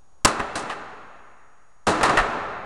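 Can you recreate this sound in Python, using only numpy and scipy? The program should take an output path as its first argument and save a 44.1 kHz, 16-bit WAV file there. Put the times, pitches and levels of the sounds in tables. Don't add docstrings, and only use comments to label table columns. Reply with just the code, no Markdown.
import sys
import numpy as np
from scipy import signal
from scipy.fft import rfft, irfft
from scipy.io import wavfile

SR = 44100
rng = np.random.default_rng(int(sys.argv[2]) if len(sys.argv) > 2 else 0)


def generate_wav(signal):
    frames = np.transpose(np.atleast_2d(signal))
    scaled = np.clip(frames, -1, 1) * 32767
    pcm = np.round(scaled).astype(np.int16)
    wavfile.write(sys.argv[1], SR, pcm)


N = 116865
TIME, FREQS = np.arange(N) / SR, np.fft.rfftfreq(2 * N, 1 / SR)

# frequency in Hz, relative level in dB.
BOOTH_SPECTRUM = [(30, -25.5), (120, -9), (350, -6), (650, -2), (1100, 2.5), (1500, -2.5), (2400, -12),
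                  (4500, -8), (9500, -17), (13000, -49.5)]


def gunshots():
    # start in seconds, crack gain in dB, booth gain in dB, booth rise and t60 in seconds,
    # booth body and treble in dB, boom gain in dB, hall gain in dB.
    shots = [(0.2481, 5.5, 3, .005, 0.17, 6.5, 0, -23.5, -15),
             (0.5547, -19, -9, 0.001, 0.16, 9.5, 8.5, -31.5, -21),
             (1.8672, -54, 0.5, .007, 0.16, 13.5, 1, -18, -16.5),
             (2.0313, -14.5, -0.5, 0.00069, 0.14, -2.5, -9.5, -21, -15)]
    tail_treble_share = 0.21
    out = np.zeros(N)
    for start, crack_db, booth_db, rise_s, t60_s, body_db, treble_db, boom_db, hall_db in shots:
        shot = amp(booth_db) * reflections(BOOTH_SPECTRUM, rise_s, t60_s, shelves(body_db, treble_db))
        shot += amp(crack_db) * muzzle_crack()
        shot += amp(boom_db) * booth_boom()
        shot += amp(hall_db) * hall_tail(tail_treble_share * treble_db)
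        add(out, start, shot)
    return out


def muzzle_crack(hold_s=0.0055, t60_s=0.018):
    # frequency in Hz, relative level in dB.
    spectrum = [(30, -21), (300, -10.5), (1000, -1), (2200, -3.5), (5000, 5), (9000, -3.5), (12000, -18.5),
                (16000, -27)]
    envelope = decay(np.maximum(TIME - hold_s, 0), t60_s)
    return colour(rng.standard_normal(N) * envelope, read(spectrum))


def booth_boom(hz=314.2):
    return 2 * swell(rise_s=0.063, t60_s=0.49) * sine(hz)


def slaps_and_slide(rise_s=0.0035, t60_s=0.065):
    # start in seconds, then gain, body and treble in dB.
    slaps = [(0.2759, -2, -0.5, 4.5), (0.591, -21, -15, 25), (2.093, -3, 8, -10)]
    out = np.zeros(N)
    for start, db, body_db, treble_db in slaps:
        add(out, start, amp(db) * reflections(BOOTH_SPECTRUM, rise_s, t60_s, shelves(body_db, treble_db)))
    return out


def far_wall_echoes():
    # start in seconds, gain in dB, rise and t60 in seconds, body and ring in dB.
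    echoes = [(0.3928, -4, 0.0042, 0.12, 7, 9), (0.6945, -11, 0.0081, .15, -20.5, 7),
              (2.009, -5.5, 0.0026, 0.067, 10, 2), (2.1706, -2.5, 0.0022, 0.16, -1, 8.5)]
    # frequency in Hz, relative level in dB.
    spectrum = [(30, 8.5), (120, -11.5), (350, -9), (700, -1.5), (1200, 0.5), (1850, -8.5), (2300, -15.5),
                (2800, -12), (4200, -17.5), (9500, -32), (13000, -52)]
    out = np.zeros(N)
    for start, db, rise_s, t60_s, body_db, ring_db in echoes:
        tone_db = shelves(body_db, 0) + ring_db * bump(hz=1880, width_hz=300)
        add(out, start, amp(db) * reflections(spectrum, rise_s, t60_s, tone_db))
    return out


def reflections(spectrum, rise_s, t60_s, tone_db, per_second=5800, spread_db=6):
    arrivals = rng.random(N) < per_second / SR
    polarity = rng.choice([-1., 1.], N)
    strength = amp(spread_db * rng.standard_normal(N))
    cluster = unit(arrivals * polarity * strength) * swell(rise_s, t60_s)
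    return colour(cluster, read(spectrum) + firing_line_ring() + tone_db)


def hall_tail(treble_db, rise_s=0.01):
    # frequency in Hz, relative level in dB.
    spectrum = [(30, -17), (90, -13), (200, -8), (400, -5.5), (750, -2), (1300, -4.5), (1900, -12),
                (2700, -17.5), (4200, -18.5), (7000, -23), (10000, -32.5), (13000, -59.5)]
    # frequency in Hz, t60 in seconds.
    reverb_times = [(60, 2.4), (160, 1.61), (420, 1.59), (1100, 1.98), (2000, 2.03), (4000, 1.4),
                    (7500, .95), (11000, 0.82)]
    hz, t, bands = signal.stft(rng.standard_normal(N), SR, nperseg=512)
    bands = bands * decay(t, read(reverb_times, hz)[:, None])
    tail = signal.istft(bands, SR, nperseg=512)[1][:N] * np.minimum(TIME / rise_s, 1)
    return colour(tail, read(spectrum) + firing_line_ring() + shelves(0, treble_db))


def firing_line_ring():
    # centre in Hz, width in Hz, boost in dB.
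    resonances = [(230, 11, 5), (410, 25, 6), (932, 18, -10), (1220, 13, 3.5), (1334, 89, 2.5),
                  (1793, 48, 3.5), (1920, 25, 1), (2660, 160, 5.5), (4050, 500, 3)]
    return sum(db * bump(hz, width_hz) for hz, width_hz, db in resonances)


def ventilation(level_db=-63.5):
    # frequency in Hz, relative level in dB.
    spectrum = [(20, 1), (60, 3), (130, 0), (350, -8.5), (800, -2.5), (1270, -4.5), (2200, -20),
                (4500, -23), (10000, -33.5)]
    return amp(level_db) * colour(rng.standard_normal(N), read(spectrum))


def mic_overload(pressure, top=.29, bottom=.76, knee=3.2):
    # frequency in Hz, relative level in dB.
    response = [(2000, 2.5), (5000, -4), (8000, 0.5), (10500, 1), (11800, -6.5), (12900, -40), (16000, -44)]
    spit_step, spit_height, low_cut_hz = 2.7, 0.29, 20
    limit = np.where(pressure > 0, top, bottom)
    flattened = pressure / (1 + abs(pressure / limit) ** knee) ** (1 / knee)
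    tone_db = read(response)
    toned = irfft(rfft(flattened, 2 * N) * amp(tone_db - tone_db[0]))[:N]
    jump = np.diff(pressure, prepend=0)
    spit = spit_height * np.tanh(np.maximum(jump - spit_step, 0))
    return signal.lfilter(*signal.butter(1, low_cut_hz, "highpass", fs=SR), toned + spit)


def gain_duck(x, trip_level=.58, duck_db=9.5, recover_db_per_s=4.1):
    lag_s, fall_s, hold_s = .012, .002, .45
    tripped = np.maximum.accumulate(abs(x) > trip_level)
    since_s = np.cumsum(tripped) / SR - lag_s
    recovered_db = recover_db_per_s * np.maximum(since_s - hold_s, 0)
    depth_db = np.maximum(duck_db - recovered_db, 0)
    return x * amp(-depth_db * np.clip(since_s / fall_s, 0, 1))


def camera_whine():
    # frequency in Hz, rms level in dB.
    tones = [(5798, -82), (6702, -75), (9598, -90)]
    return sum(amp(db) * np.sqrt(2) * sine(hz) for hz, db in tones)


def camera_hiss(level_db=-65):
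    # frequency in Hz, relative level in dB.
    spectrum = [(20, 33.5), (60, 27), (150, 13), (400, 7), (2000, -2), (5000, 0.5), (10000, 1),
                (11500, -15.5), (13000, -31.5)]
    return amp(level_db) * colour(rng.standard_normal(N), read(spectrum))


def amp(db):
    return 10 ** (np.asarray(db) / 20)


def unit(x):
    return x / np.sqrt(np.mean(x ** 2) + 1e-20)


def read(points, hz=FREQS):
    f, value = np.transpose(points)
    return np.interp(np.log(hz + 1), np.log(f + 1), value)


def add(mix, start_s, sound):
    part = mix[round(start_s * SR):][:len(sound)]
    part += sound[:len(part)]


def colour(x, db):
    log_gain = np.log(unit(amp(db)))
    mirrored = np.r_[log_gain, log_gain[-2:0:-1]]
    response = np.exp(np.conj(signal.hilbert(mirrored)))[:N + 1]
    return irfft(rfft(x, 2 * N) * response)[:N]


def sine(hz):
    return np.sin(2 * np.pi * (hz * TIME + rng.random()))


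def decay(t, t60_s):
    return np.exp(-np.log(1000) * t / t60_s)


def swell(rise_s, t60_s):
    return np.minimum(TIME / rise_s, 1) * decay(TIME, t60_s)


def shelves(body_db, treble_db, body_hz=600, treble_hz=3500):
    body = body_db / (1 + (FREQS / body_hz) ** 2)
    return body + treble_db * FREQS ** 2 / (FREQS ** 2 + treble_hz ** 2)


def bump(hz, width_hz):
    return 1 / (1 + (2 * (FREQS - hz) / width_hz) ** 2)


def scene():
    return (gunshots() + slaps_and_slide() + far_wall_echoes() + ventilation())[None]


def record(dry):
    edge_hz, dc_offset = 16500, -.0049
    out = gain_duck(mic_overload(dry[0])) + camera_whine() + camera_hiss()
    lowpass = signal.firwin(511, edge_hz, window=("kaiser", 9), fs=SR)
    return signal.oaconvolve(out, lowpass, "same")[None] + dc_offset


dry = scene()
out = record(dry)
generate_wav(out)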